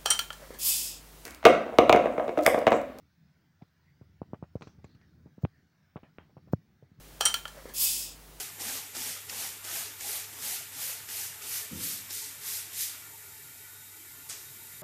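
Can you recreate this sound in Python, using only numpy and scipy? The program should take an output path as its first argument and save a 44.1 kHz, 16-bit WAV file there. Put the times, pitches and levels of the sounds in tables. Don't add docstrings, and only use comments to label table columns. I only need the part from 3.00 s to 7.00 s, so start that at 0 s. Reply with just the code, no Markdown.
import sys
import numpy as np
from scipy import signal
from scipy.fft import rfft, irfft, next_fast_len
from scipy.io import wavfile
from scipy.ndimage import uniform_filter1d, map_coordinates

SR = 44100
rng = np.random.default_rng(int(sys.argv[2]) if len(sys.argv) > 2 else 0)


def wav_record(signal):
    frames = np.transpose(np.atleast_2d(signal))
    bounded = np.clip(frames, -1, 1)
    quanta = np.round(bounded * 32767).astype(np.int16)
    wavfile.write(sys.argv[1], SR, quanta)


N = 176400


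def amp(db):
    return 10 ** (np.asarray(db) / 20)


def unit(x):
    return x / np.sqrt(np.mean(x ** 2) + 1e-20)


def spectrum(points, size):
    hz, db = np.transpose(points)
    return amp(np.interp(np.log(np.fft.rfftfreq(size, 1 / SR) + 1), np.log(hz + 1), db))


def colour(x, points):
    size = next_fast_len(len(x) + 8192)
    return irfft(rfft(x, size) * spectrum(points, size), size)[:len(x)]


def noise(points, size):
    return unit(colour(rng.standard_normal(size), points))


def snap(points, size):
    cepstrum = irfft(np.log(spectrum(points, size)))
    cepstrum[1:size // 2] *= 2
    cepstrum[size // 2 + 1:] = 0
    pulse = irfft(np.exp(rfft(cepstrum)))
    return pulse / np.abs(pulse).max()


def cut(x, hz, kind, order):
    return signal.sosfilt(signal.butter(order, min(hz, SR / 2 - 1), kind, fs=SR, output="sos"), x)


def resonate(x, hz, q):
    return signal.lfilter(*signal.iirpeak(hz, q, SR), x)


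def narrow_noise(hz, q):
    return unit(resonate(resonate(rng.standard_normal(N), hz, q), hz, q / 2))


def wobble(rate):
    return map_coordinates(rng.standard_normal(int(N * rate / SR) + 4), [np.arange(N) * rate / SR])


def patchy(x, depth_db):
    frames = signal.stft(x, nperseg=1024)[2]
    drift = uniform_filter1d(rng.standard_normal(frames.shape), size=5, axis=0)
    drift = unit(uniform_filter1d(drift, size=9, axis=1))
    return unit(signal.istft(frames * amp(depth_db * drift), nperseg=1024)[1][:len(x)])


def add(track, s, sound):
    part = track[round(s * SR):][:len(sound)]
    part += sound[:len(part)]


def whine(hz=8464, db=-104):
    t = np.arange(N) / SR
    return amp(db) * np.sin(2 * np.pi * hz * t)


# (frequency [Hz], relative level [dB])
HISS_SPECTRUM = [(260, -42), (450, -14), (650, -5), (1100, -7), (1500, -2.5), (2030, -4.5), (2530, -11.5),
                 (5410, -11.5), (8090, -25), (13400, -26.5), (15800, -11)]

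def hiss():
    return amp(-75) * patchy(noise(HISS_SPECTRUM, N), depth_db=2.5)


# (time [s], level [dB])
HAND_LEVEL = [(0.0, -66), (0.28, -64), (0.72, -69), (1.02, -67), (1.19, -60.5), (1.55, -60.5), (2.34, -64),
              (2.46, -69), (2.74, -68.5), (3.43, -64.5), (3.6, -60.5), (3.82, -68.5), (4.0, -61)]
# (frequency [Hz], relative level [dB])
RUMBLE_SPECTRUM = [(20, -21.5), (55, -18), (85, -4.5), (170, -4.5), (310, -11), (450, -21.5), (900, -37.5),
                   (3000, -71)]
# (frequency [Hz], Q, level [dB re HAND_LEVEL])
CAMERA_MODES = [(80.4, 5.5, -5), (152.2, 4.1, -5)]

def hand_rumble(swing_db=4):
    rumble = amp(-7 + swing_db * wobble(rate=10)) * noise(RUMBLE_SPECTRUM, N)
    for hz, q, db in CAMERA_MODES:
        rumble += amp(db + swing_db * wobble(rate=10)) * narrow_noise(hz, q)
    return amp(np.interp(np.arange(N) / SR, *np.transpose(HAND_LEVEL))) * rumble


# (crest time [s], level [dB], half length [s], centre [Hz])
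FINGER_RUBS = [(0.619, -58.5, 0.0055, 748), (0.889, -75, 0.045, 2000), (1.664, -75, 0.072, 5700),
               (1.65, -70, 0.015, 4120), (1.915, -75, 0.05, 4150), (2.03, -73, 0.028, 1830),
               (2.57, -74, 0.05, 1790)]

def rubs():
    out, t = np.zeros(N), np.arange(N) / SR
    for s, db, half_s, centre_hz in FINGER_RUBS:
        out += amp(db) * np.exp(-((t - s) / half_s) ** 2) * narrow_noise(centre_hz, q=5.5)
    return out


# (crest time [s], level [dB], half length [s])
GRIP_SLIPS = [(2.429, -54.5, 0.013), (3.531, -42.5, 0.0065)]
# (frequency [Hz], relative level [dB])
FIZZ_SPECTRUM = [(500, 11), (3000, -12), (7000, -9), (10000, -25), (13500, -18.5), (15000, -4), (16000, 8)]

def slips():
    envelope, t = np.zeros(N), np.arange(N) / SR
    for s, db, half_s in GRIP_SLIPS:
        envelope += amp(db) * np.exp(-((t - s) / half_s) ** 2)
    return envelope * noise(FIZZ_SPECTRUM, N)


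# (time [s], snap peak [dB], upper edge [Hz], crunch [dB re snap], room [dB re snap])
CASE_CLICKS = [(.6208, -50.5, 5200, 3, -2), (1.556, -49, 14000, 0.5, -6), (1.6108, -44, 8950, -3, -6),
               (1.6218, -30.5, 4700, -4, -13), (1.6228, -44, 8400, 6, 3), (1.672, -45, 7800, 7, 1.5),
               (1.8435, -43.5, 8200, 3.5, -5.5), (1.95, -54, 6840, 1.5, -1), (2.014, -52.5, 6460, -2, -2),
               (2.4504, -25.5, 3450, -18, -25), (2.4535, -54, 14800, -7, -22),
               (2.968, -40.5, 3540, 2, -6.5), (3.033, -48.5, 3360, 2.5, 7), (3.1846, -32, 3300, -16, -6),
               (3.53405, -28, 1800, -19, -35), (3.5333, -42, 6000, -5, -26)]
# (frequency [Hz], relative level [dB])
CLICK_SPECTRUM = [(100, -2), (300, -1.5), (800, -0.5), (1350, 1.5), (1950, -7), (2450, -1), (3000, -9.5),
                  (4000, -10), (8000, -17.5), (16000, -7.5)]
# (frequency [Hz], relative level [dB])
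ROOM_SPECTRUM = [(120, 8.5), (500, 5.5), (1500, 5.5), (2000, 1), (2500, 1), (3000, -3.5), (6300, 0),
                 (7100, -18.5), (16000, -22.5)]

def clicks(crunch_hold_s=0.0055, crunch_t60_s=0.016, room_t60_s=0.27):
    out, t = np.zeros(N), np.arange(SR // 2) / SR
    crack = unit(snap(CLICK_SPECTRUM, len(t)))
    grating = amp(-60 * np.maximum(t - crunch_hold_s, 0) / crunch_t60_s)
    for s, db, edge_hz, crunch_db, room_db in CASE_CLICKS:
        crunch = patchy(noise(CLICK_SPECTRUM, len(t)), depth_db=3.5) * grating
        tail = patchy(noise(ROOM_SPECTRUM, len(t)), depth_db=3) * amp(-60 * t / room_t60_s)
        click = crack + amp(crunch_db) * unit(crunch) + amp(room_db) * unit(tail)
        snap_peak = np.abs(cut(crack, edge_hz, "low", order=10)).max()
        add(out, s, amp(db) * cut(click, edge_hz, "low", order=10) / snap_peak)
    return out


# (frequency [Hz], relative level [dB])
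RATTLE_SPECTRUM = [(100, -13), (400, 8.5), (900, 2.5), (1350, -3.5), (1750, -11.5), (2600, -14),
                   (3600, -29.5), (4600, -37), (16000, -58.5)]

def rattle(size, hits_per_s=360, rise_s=0.0083, hold_s=0.0037, t60_s=0.067):
    t = np.arange(size) / SR
    shake = np.minimum(t / rise_s, 1) * amp(-60 * np.maximum(t - rise_s - hold_s, 0) / t60_s)
    contacts = (rng.random(size) < hits_per_s / SR) * rng.choice([-1, 1], size)
    wash = amp(-2) * noise(RATTLE_SPECTRUM, size)
    return shake * unit(unit(colour(contacts, RATTLE_SPECTRUM)) + wash)


def thump(size, pitch_hz, q, contact_hz, knock_db):
    push = cut(signal.unit_impulse(size), contact_hz, "low", order=4)
    body = resonate(push, pitch_hz, q)
    body += amp(knock_db) * resonate(push, hz=470, q=3.2)
    body += amp(-14) * resonate(push, hz=107, q=7.3)
    body -= amp(-20) * resonate(push, hz=1380, q=4)
    body -= resonate(body, hz=2100, q=2.6)
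    body = cut(body, hz=74.4, kind="high", order=4)
    return body / np.abs(body).max()


# (time [s], thump peak [dB], pitch [Hz], Q, contact brightness [Hz],
# hollow knock gain [dB], rattle [dB re thump peak])
FINGER_BUMPS = [(0.6208, -39.5, 150, 1.5, 326, -32, -25.5), (1.0125, -43.5, 134, 3.3, 587, -37, -20.5),
                (1.217, -26, 160, 0.84, 920, -28, -30), (1.3333, -26, 160, 1.12, 980, -42, -23.5),
                (1.426, -30, 147, 1.8, 1000, -42, -22), (1.5543, -24.7, 111, 0.94, 530, -7.5, -33),
                (1.6101, -41.5, 150, 0.89, 990, -42, -12), (1.6225, -38, 130, 0.87, 1460, -27, -23),
                (1.6707, -39.5, 83.5, 0.73, 526, -30, -20.5), (1.7816, -47.5, 78.4, 1.9, 258, -15, -22),
                (1.8438, -38, 96, 0.94, 750, -28, -25.5), (1.948, -48.5, 84.6, 1.1, 223, -20, -44),
                (2.259, -41, 141, 1.8, 480, -35, -24.5), (2.3802, -40, 174, 2.2, 540, -28, -29),
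                (2.4343, -28.5, 150, 0.93, 560, -21, -40), (2.4346, -17, 149, 1.44, 164, -30, -41),
                (2.4498, -22.5, 217, 1.4, 890, -22, -41), (2.9586, -30.5, 150, 2, 1150, -37, -15.5),
                (3.031, -44.5, 220, 2.4, 590, -27, -18.5), (3.1847, -37.5, 210, 1.2, 1130, -10, -38),
                (3.296, -56, 350, 0.44, 1000, -5, -12), (3.3681, -39, 137, 3.1, 900, -19, -18.5),
                (3.4743, -47.5, 130, 1, 560, -17, -17), (3.53372, -15.2, 144.2, 1.8, 640, -21.5, -55),
                (3.825, -46.5, 133, 4.7, 477, -11, -21), (3.915, -49, 169, 0.65, 259, -14, -28),
                (3.986, -45, 134, 1.8, 206, -0.5, -54)]

def bumps():
    out, size = np.zeros(N), SR // 4
    for s, db, pitch_hz, q, contact_hz, knock_db, rattle_db in FINGER_BUMPS:
        body = thump(size, pitch_hz, q, contact_hz, knock_db)
        add(out, s, amp(db) * (body + amp(rattle_db) * rattle(size)))
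    return out


def scene():
    return (bumps() + clicks() + slips() + rubs() + hand_rumble() + hiss() + whine())[None]


def record(dry):
    size, top_hz = next_fast_len(N + SR // 2), 15850
    passband = np.fft.rfftfreq(size, 1 / SR) < top_hz
    return irfft(rfft(dry, size) * passband, size)[:, :N]


dry = scene()
out = record(dry)
wav_record(out)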